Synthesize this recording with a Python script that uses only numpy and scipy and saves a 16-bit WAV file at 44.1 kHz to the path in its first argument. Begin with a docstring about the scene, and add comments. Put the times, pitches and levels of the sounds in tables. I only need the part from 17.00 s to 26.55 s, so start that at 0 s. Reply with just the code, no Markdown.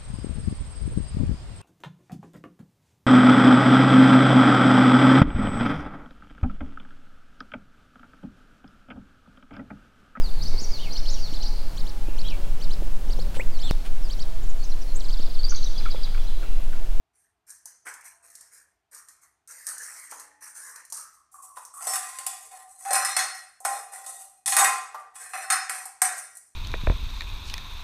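"""Puppy and steel bowl

A puppy scuffs and scratches on a mat, then noses and paws a thin steel bowl over a tiled floor.
Friction makes the mat hiss and drives the bowl as it judders, drags and sings. Impacts of the rim
excite the ringing modes of its wall, and the air in it gives a hollow note.
A small hard room reverberates; the sound is heard from a step away, nearly mono."""
import sys
import numpy as np
from scipy import signal
from scipy.fft import rfft, irfft, next_fast_len
from scipy.io import wavfile
from scipy.ndimage import uniform_filter1d, map_coordinates

SR = 44100
rng = np.random.default_rng(int(sys.argv[2]) if len(sys.argv) > 2 else 0)


def int16_out(signal):
    """Quantize to a 16-bit WAV file."""
    q = np.round(np.clip(np.atleast_2d(signal).T, -1, 1) * 32767)
    wavfile.write(sys.argv[1], SR, q.astype(np.int16))


N = 421155
T = np.arange(int(SR * 0.8)) / SR  # time axis of one impulse response, t/s


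def amp(db):
    """Amplitude ratio of a level in decibels."""
    return 10 ** (np.asarray(db) / 20)


def rms(x):
    """Root mean square."""
    return np.sqrt(np.mean(x ** 2) + 1e-20)


def along(points, hz):
    """Interpolation of (f/Hz, value) points on a logarithmic frequency axis."""
    f, values = np.transpose(points)
    return np.interp(np.log(hz + 1), np.log(f + 1), values)


def add(track, start, sound):
    """Superposition: a sound joins the track at a start time in seconds."""
    part = track[round(start * SR):][:len(sound)]
    part += sound[:len(part)]


def filtered(x, response):
    """Linear filtering: the spectrum is multiplied by a frequency response."""
    size = next_fast_len(x.shape[-1] + 8192)
    hz = np.fft.rfftfreq(size, 1 / SR)
    return irfft(rfft(x, size) * response(hz), size)[..., :x.shape[-1]]


def coloured(x, spectrum):
    """Spectral shaping by (f/Hz, level/dB) points, at unit rms."""
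    y = filtered(x, lambda hz: amp(along(spectrum, hz)))
    return y / rms(y)


def burst(spectrum, t60):
    """Exponential decay of noise, 60 dB in t60 seconds, at unit energy."""
    y = coloured(rng.standard_normal(len(T)), spectrum) * amp(-60 * T / t60)
    return y / np.linalg.norm(y)


def grains(per_s, spread_db):
    """Shot noise: tiny slips of random time, size and sign, at unit rms."""
    slips = rng.random(N) < per_s / SR
    sizes = amp(spread_db * rng.standard_normal(N).clip(-2, 2))
    y = slips * sizes * rng.choice([-1, 1], N)
    return y / rms(y)


def gesture_db(t, length, attack, sag, release):
    """Envelope of a push: a linear rise (attack/s), then exponential decay (sag and release in dB/s)."""
    rise = np.clip(t / attack, 1e-6, 1)
    return 20 * np.log10(rise) - sag * np.clip(t, 0, length) - release * np.maximum(t - length, 0)


def efforts(rows, **envelope):
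    """Incoherent addition: overlapping pushes sum in power, giving one gain curve per level column."""
    t = np.arange(N) / SR
    power = sum(np.outer(amp(levels), amp(gesture_db(t - start, length, **envelope))) ** 2
                for start, length, *levels in rows)
    return np.sqrt(power)


def tones(rows, attack, sag, release_at_1khz, waver):
    """Random frequency modulation makes held notes waver; damping grows with frequency."""
    out, t = np.zeros(N), np.arange(SR) / SR
    for start, length, hz, db in rows:
        drift = map_coordinates(rng.standard_normal(62), [t * 60])
        pitch = hz * (1 + waver * drift)
        note = np.sqrt(2) * np.sin(2 * np.pi * np.cumsum(pitch) / SR)
        release = release_at_1khz * np.sqrt(hz / 1000)
        add(out, start, note * amp(db + gesture_db(t, length, attack, sag, release)))
    return out


# reverberation time of the room: f/Hz, T60/s
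REVERB_TIMES = [(150, 1), (800, 0.51), (2000, 0.6), (6000, 0.55), (14000, 0.18)]


def room(x, wet_db):
    """Reverberation: a diffuse tail, different from spot to spot, follows the direct sound."""
    hz, t, noise = signal.stft(rng.standard_normal(len(T)), SR, nperseg=256)
    decay = amp(-60 * t / along(REVERB_TIMES, hz)[:, None])
    tail = signal.istft(noise * decay, SR, nperseg=256)[1][:len(T)]
    tail *= 1 - np.exp(-T / 0.0032)
    return x + amp(wet_db) * signal.fftconvolve(x, tail / np.linalg.norm(tail))[:len(x)]


# spectrum of the room noise: f/Hz, relative level/dB
AMBIENT_SPECTRUM = [(15, -56), (25, -32.5), (60, -1), (219, -16), (257, -15), (427, -11.5), (573, -38),
                    (637, -6.5), (856, -12), (15000, -37)]
# faint background tones: t/s, duration/s, f/Hz, level/dB
AMBIENT_TONES = [(1.1, .2, 682, -74.5), (3.05, .35, 295, -78), (3.14, .33, 850, -67.5)]


def background():
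    """Ambient noise: a faint, steady continuous spectrum with a few wavering tones in it."""
    noise = amp(-80) * coloured(rng.standard_normal(N), AMBIENT_SPECTRUM)
    return noise + tones(AMBIENT_TONES, attack=0.06, sag=5, release_at_1khz=90, waver=0.012)


def patchy(x, depth_db, bin_count, frame_count):
    """Spectral modulation: the colour of rubbing shifts as the point of contact moves."""
    spectra = signal.stft(x, nperseg=512)[2]
    field = uniform_filter1d(rng.standard_normal(spectra.shape), bin_count, axis=0)
    field = uniform_filter1d(field, frame_count, axis=1)
    y = signal.istft(spectra * amp(depth_db * field / rms(field)), nperseg=512)[1][:N]
    return y / rms(y)


# spectra of claws and of pads on the mat: f/Hz, relative level/dB
CLAW_SPECTRUM = [(1650, -63), (2800, -28.5), (3630, -27), (4210, -11.5), (4740, -13), (5940, -0.5),
                 (7030, -3.5), (7970, -3), (8320, 5.5), (8670, 3.5), (14100, -13), (14700, -27),
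                 (15000, -43)]
PAD_SPECTRUM = [(120, -69), (200, -60), (297, -14), (364, -28.5), (446, -12), (678, -13.5), (1060, -1.5),
                (1410, -1), (1810, 3), (3500, -28.5), (4550, -58), (7700, -120)]
# paw strokes: t/s, duration/s, scratch level/dB, rub level/dB
PAW_STROKES = [(.13, .12, -69, -77), (.465, 0.06, -49.5, -62.5), (.645, 0.035, -53, -61.5),
               (.85, 0.036, -42.5, -40), (1.035, 0.02, -43.5, -53.5), (1.22, 0.24, -54, -60),
               (1.51, 0.072, -51.5, -59.5), (1.91, 0.078, -47, -57.5), (2.07, 0.017, -52.5, -60),
               (2.21, 0.02, -55, -62.5), (2.475, 0.44, -45, -54.5), (2.66, 0.04, -36, -43.5),
               (2.79, 0.27, -40.5, -48.5), (3.09, 0.13, -46.5, -48), (3.405, 0.075, -43.5, -50),
               (3.54, 0.16, -41.5, -50.5), (3.74, 0.064, -53, -52), (3.92, 0.087, -41, -50.5),
               (4.12, 0.022, -57, -86)]


def scuffs():
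    """Friction noise: fibres catch on claws and hiss; the pads rub lower down and linger longer."""
    scratch = efforts(PAW_STROKES, attack=0.027, sag=25, release=194)[0]
    rub = efforts(PAW_STROKES, attack=0.027, sag=25, release=118)[1]
    fibres = coloured(grains(per_s=3000, spread_db=0), CLAW_SPECTRUM)
    fibres = patchy(fibres, depth_db=3.5, bin_count=5, frame_count=14)
    pads = coloured(grains(per_s=1900, spread_db=-0.5), PAD_SPECTRUM)
    pads = patchy(pads, depth_db=4, bin_count=4, frame_count=20)
    return room(scratch * fibres + rub * pads, wet_db=-16)


# claw ticks: t/s, relative level/dB
CLAW_TICKS = [(0.5036, -26), (0.6566, -23), (0.9393, -27), (1.01, -36), (1.302, -36.5), (1.353, -27.5),
              (1.4093, -30), (1.948, -28.5), (2.086, -31.5), (2.4753, -33), (2.5098, -31), (2.668, -13.5),
              (2.6872, -18.5), (2.781, -20.5), (2.833, -24.5), (3.1123, -24), (3.1978, -26.5),
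              (3.6685, -34), (3.7598, -26), (3.851, -32), (3.901, -29), (3.9237, -15.5), (3.9442, -23),
              (3.9704, -21), (4.651, -26.5)]


def claws():
    """Sudden release: a snagged claw lets go with a brief broadband transient."""
    out = np.zeros(N)
    for start, db in CLAW_TICKS:
        add(out, start, amp(db + 9.5) * room(burst(CLAW_SPECTRUM, t60=0.043), wet_db=-4))
    return out


# blows of paws and muzzle: t/s, relative level/dB, centre f/Hz
PADDED_BLOWS = [(0.656, -38.5, 890), (0.868, -18, 1770), (0.882, -30, 1970), (1.96, -35, 1260),
                (2.09, -42, 1310), (2.25, -50, 1350), (3.122, -20, 1110), (3.922, -26.5, 1000),
                (4.352, -41.5, 1280), (4.571, -18.5, 1140), (4.739, -53, 1240), (7.945, -13.5, 1150)]


def knocks():
    """Heavy damping: a padded blow sounds one broad, short-lived resonance."""
    out = np.zeros(N)
    for start, db, hz in PADDED_BLOWS:
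        peak = [(hz / 7, -52), (hz / 3, -23), (hz / 2, -16), (hz, 0), (hz * 1.3, -7), (hz * 1.9, -30)]
        add(out, start, amp(db + 6) * room(burst(peak, t60=0.089), wet_db=-6.5))
    return signal.sosfilt(signal.butter(2, 330, "high", fs=SR, output="sos"), out)


# a paw leans on the bowl: t/s, duration/s, initial f/Hz, level/dB
PAW_LEANS = [(3.95, 0.056, 1255, -37), (4.13, .04, 1240, -52), (4.328, 0.16, 1153, -41.5),
             (4.549, .03, 1080, -36), (4.723, .17, 1243, -36)]


def judder():
    """Intermittent contact: each hop of the rim sounds a resonance that sinks as the weight comes on."""
    out = np.zeros(N)
    hop_s, fall_hz_per_s = 0.015, 480
    for start, length, start_hz, db in PAW_LEANS:
        gaps = hop_s * np.exp(0.16 * rng.standard_normal(24))
        for t in np.cumsum(gaps):
            hz = (start_hz - fall_hz_per_s * min(t, length)) * np.exp(0.042 * rng.standard_normal())
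            hop = np.sin(2 * np.pi * hz * T) * amp(-60 * T / 0.033) * (1 - np.exp(-T / 0.0013))
            weight_db = gesture_db(t, length, attack=0.0064, sag=27, release=193)
            add(out, start + t, amp(db + weight_db + rng.normal(0, 3.1)) * hop)
    return room(out, wet_db=-2)


def ring(modes, scatter_db):
    """Modal superposition at unit energy; each contact point drives the damped modes differently."""
    y = np.zeros(len(T))
    for hz, db, t60 in modes:
        decay = amp(db + rng.normal(0, scatter_db) - 60 * T / t60)
        y += decay * np.sin(2 * np.pi * (hz * T + rng.random()))
    return y / np.linalg.norm(y)


# how firmly the bowl is pressed to the floor: t/s, share (0 to 1)
FLOOR_CONTACT = [(5.6, 0.9), (5.85, 0.13), (6.45, 0), (6.6, 0.57), (8.0, 0.95), (8.2, 0), (8.85, 0),
                 (9.0, 0.31)]
# modes of the steel wall: f/Hz, relative level when free/dB, relative level when pressed/dB
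WALL_MODES = [(794.5, -20.5, -4.5), (1048, -16.5, -4), (1186, -20.5, -8.5), (1310, -15.5, -10.5),
              (1393, -18, -12), (1906, -5.5, -4), (2500, -13, -12.5), (2605, -12.5, -30.5),
              (3422, -21, -21), (3690, -17.5, -21.5), (3690, -14, -26.5), (4150, -6, -25), (4315, -10, -26),
              (4890, -13.5, -43.5), (5166, -10.5, -31), (5320, -4.5, -26), (5903, -1.5, -14),
              (6010, -8, -16), (6600, -6.5, -8.5), (7180, -18.5, -21.5), (7550, -20, -20.5), (7760, -4, -4),
              (8830, 8, -7), (8000, -14, -13.5), (8480, 5.5, -5.5), (9510, 0, -13), (9330, 5, -9.5),
              (9440, -4.5, -23.5), (10700, -15, -4), (10730, -6, -7.5)]
# low resonances of the bowl on the floor: f/Hz, relative level/dB, T60/s
HOLLOW_MODES = [(456.5, -22.5, 0.11), (589, -15.5, 0.11), (641.4, -19.5, 0.2), (716, -10.5, 0.063),
                (747, 4, 0.11), (780.9, -4, 0.085)]


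def bowl(t, wall_db, hollow_db, crack_db, t60_at_1khz, clash_t60):
    """Impulse response of the bowl at time t: wall modes, hollow note, a dense clash and a short crack."""
    pressed = np.interp(t, *np.transpose(FLOOR_CONTACT))
    modes = [(hz, free_db + pressed * (held_db - free_db), t60_at_1khz * (1000 / hz) ** 0.56)
             for hz, free_db, held_db in WALL_MODES]
    wall = amp(wall_db) * ring(modes, scatter_db=4.5)
    hollow = amp(hollow_db) * ring(HOLLOW_MODES, scatter_db=5)
    return wall + hollow + clash(clash_t60) + amp(crack_db) * clash(t60=0.054)


# noisy part of the bowl's response: f/Hz, relative level/dB
CLASH_SPECTRUM = [(180, -57.5), (300, -31), (658, -40), (775, -2.5), (884, -47.5), (1020, -4), (1910, -4),
                  (3120, -27.5), (4180, -26.5), (6510, -14.5), (8740, -2), (12900, -15.5), (14300, -23),
                  (15000, -54)]


def clash(t60):
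    """Broadband excitation: a contact gives decaying noise beside the distinct modes."""
    return burst(CLASH_SPECTRUM, t60)


def registers(x):
    """Radiation in four bands (treble, chime, clang, hollow note); so small a shell gives little bass."""
    bands_hz = [(5000, 16000), (2800, 5000), (900, 2800), (430, 900)]
    return [signal.sosfilt(signal.butter(4, band, "band", fs=SR, output="sos"), x) for band in bands_hz]


# chime band against the mean of treble and clang: t/s, relative level/dB
CHIME_BALANCE = [(4.9, -11.5), (5.25, -4.5), (5.9, -11.5), (6.1, -4), (6.65, -12.5), (7.5, -3.5),
                 (7.6, -11.5), (8.5, -9), (9.0, -15.5)]


def chime_db(t):
    """Spectral balance: the chime band swells and fades as the bowl turns."""
    return np.interp(t, *np.transpose(CHIME_BALANCE))


# shoves of the bowl: t/s, duration/s, treble level/dB, clang level/dB, hollow level/dB
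BOWL_SHOVES = [(4.31, 0.068, -53.5, -85, -64.5), (4.41, 0.034, -46.5, -73, -62),
               (4.55, 0.024, -45.5, -55, -71), (4.73, 0.15, -43.5, -66, -66),
               (4.8, 0.068, -37.5, -45.5, -47), (4.86, 0.084, -28, -39, -39.5),
               (5.02, 0.3, -41.5, -46.5, -72), (5.32, 0.14, -45.5, -59, -54.5),
               (5.5, 0.092, -48, -53.5, -50.5), (5.68, 0.1, -51.5, -75, -61.5), (5.78, .07, -44, -61, -55),
               (5.845, 0.066, -39.5, -41.5, -44), (5.94, 0.18, -32, -29.5, -51),
               (6.165, 0.067, -36, -33, -44), (6.33, 0.021, -41.5, -47, -68), (6.64, 0.12, -35, -40.5, -39),
               (6.91, 0.16, -42.5, -50, -50.5), (7.055, 0.071, -41, -57, -54),
               (7.14, 0.094, -44, -62, -56.5), (7.46, .09, -25.5, -54, -48),
               (7.555, 0.092, -23.5, -23.5, -28), (7.935, 0.044, -58, -48, -47.5),
               (8.14, 0.22, -42, -47.5, -60.5), (8.33, 0.097, -39.5, -38.5, -41.5),
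               (8.495, 0.014, -34, -27.5, -56), (8.69, 0.1, -35.5, -41.5, -54),
               (9.015, 0.12, -41, -37.5, -52), (9.16, 0.027, -37, -55, -53), (9.34, 0.13, -60, -89, -88)]


def drag():
    """Stick-slip friction: the rim catches on grit and drives a response that changes as the bowl turns."""
    treble, clang, hollow = efforts(BOWL_SHOVES, attack=0.014, sag=33.5, release=143.5)
    chime = amp(chime_db(np.arange(N) / SR) - 4) * np.sqrt(treble * clang)  # weaker than in a hit
    forces = np.array([treble, chime, clang, hollow]) * grains(per_s=1200, spread_db=6)
    out, step = np.zeros(N), SR // 8
    for first in range(round(BOWL_SHOVES[0][0] * SR), N, step):
        t = first / SR
        response = bowl(t, wall_db=1, hollow_db=-4, crack_db=-1.5, t60_at_1khz=0.24, clash_t60=0.086)
        bands = np.array([band / np.linalg.norm(band) for band in registers(room(response, wet_db=-9))])
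        add(out, t, signal.fftconvolve(forces[:, first:first + step], bands, axes=1).sum(0))
    return out


# hits on the tiles: t/s, treble level/dB, clang level/dB, hollow level/dB, crack re clash/dB
RIM_HITS = [(4.8698, -29.5, -42, -36.5, -13), (4.9352, -31, -38, -47, 2), (4.9565, -29, -38, -66, 10),
            (5.1865, -36, -50, -53, 17), (5.2654, -28, -48.5, -44, 12.5), (5.8512, -45, -51.5, -42, 7),
            (5.9065, -28.5, -34.5, -29.5, -13), (5.9318, -22.5, -36, -39, 7), (5.944, -28.5, -34, -49, -4),
            (5.9544, -25, -30.5, -45, -6), (6.0489, -26, -40.5, -54, 6), (6.1659, -23, -29.5, -36.5, -1.5),
            (6.1913, -28.5, -32.5, -61, -8), (6.6032, -49.5, -120, -51, 7), (6.6498, -28, -31.5, -32, 6),
            (7.0638, -39, -56, -55, -18), (7.4596, -26.5, -42, -57, -12), (7.4778, -27.5, -37, -40.5, 10),
            (7.5229, -26, -31, -35, -7), (7.5667, -18.5, -25, -32, 6), (7.5874, -20, -26, -32.5, 2),
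            (7.6456, -25, -22.5, -38, 5), (8.335, -42, -35, -49, -19.5), (8.5018, -22.5, -25, -41, 1),
            (8.5217, -24, -27, -43, 0.5), (8.6951, -32, -33.5, -47, 11.5),
            (8.855, -38.5, -63.5, -45.5, 26.5), (9.018, -18, -28, -30.5, 2.5), (9.0532, -47, -40, -63, 36),
            (9.3526, -49.5, -83, -76, 8), (9.3704, -44, -80, -80, 16)]


def clatter():
    """Impact excitation: hard hits ring brightly, soft flat ones sound hollow, heavy ones thump the floor."""
    out, onset = np.zeros(N), SR // 50
    heavy_hit_db = -25
    for t, treble_db, clang_db, hollow_db, crack_db in RIM_HITS:
        hit = bowl(t, wall_db=4, hollow_db=-3.5, crack_db=crack_db, t60_at_1khz=0.3, clash_t60=0.18)
        bands = registers(room(hit, wet_db=-3.5))
        levels = [treble_db, (treble_db + clang_db) / 2 + chime_db(t), clang_db, hollow_db]
        add(out, t, sum(amp(db) * band / rms(band[:onset]) for band, db in zip(bands, levels)))
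        thump = burst([(30, -9), (120, -0.5), (400, 5), (1000, -56)], t60=0.32)
        weight_db = (2 * clang_db + hollow_db) / 3
        add(out, t, amp(-21 + 1.4 * (weight_db - heavy_hit_db)) * thump)
    return out


# notes of the sliding rim: t/s, duration/s, f/Hz, level/dB
RIM_NOTES = [(4.87, 0.077, 5378, -37.5), (4.97, .33, 1042, -48), (5.53, .07, 752, -49.5),
             (5.852, 0.13, 791, -32), (6.05, 0.2, 4155, -42.5), (6.66, 0.057, 797, -35),
             (6.91, .3, 777.5, -51), (7.62, .08, 1042, -31.5), (7.94, 0.05, 1185, -43)]


def singing():
    """Self-excited vibration: friction feeds one mode of the wall, which rings on when the rim lets go."""
    return tones(RIM_NOTES, attack=0.025, sag=10, release_at_1khz=115, waver=0.0072)


def scene():
    """Superposition of all sources; decorrelation spreads only the treble a little to the sides."""
    mid = clatter() + drag() + singing() + judder() + scuffs() + claws() + knocks() + background()
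    diffuse = signal.fftconvolve(mid, burst([(100, 0.028), (15000, 0.018)], t60=0.04))[:N]
    side_gain_db = [(3000, -82.5), (4600, -50.5), (9000, -21), (13000, -17.5)]
    side = filtered(diffuse, lambda hz: amp(along(side_gain_db, hz)))
    return np.array([mid + side, mid - side])


def record(dry):
    """Band limiting: a steep low-pass removes the highest treble."""
    cutoff_hz = 14400
    return filtered(dry, lambda hz: 1 / np.sqrt(1 + (hz / cutoff_hz) ** 240))


dry = scene()
out = record(dry)
int16_out(out)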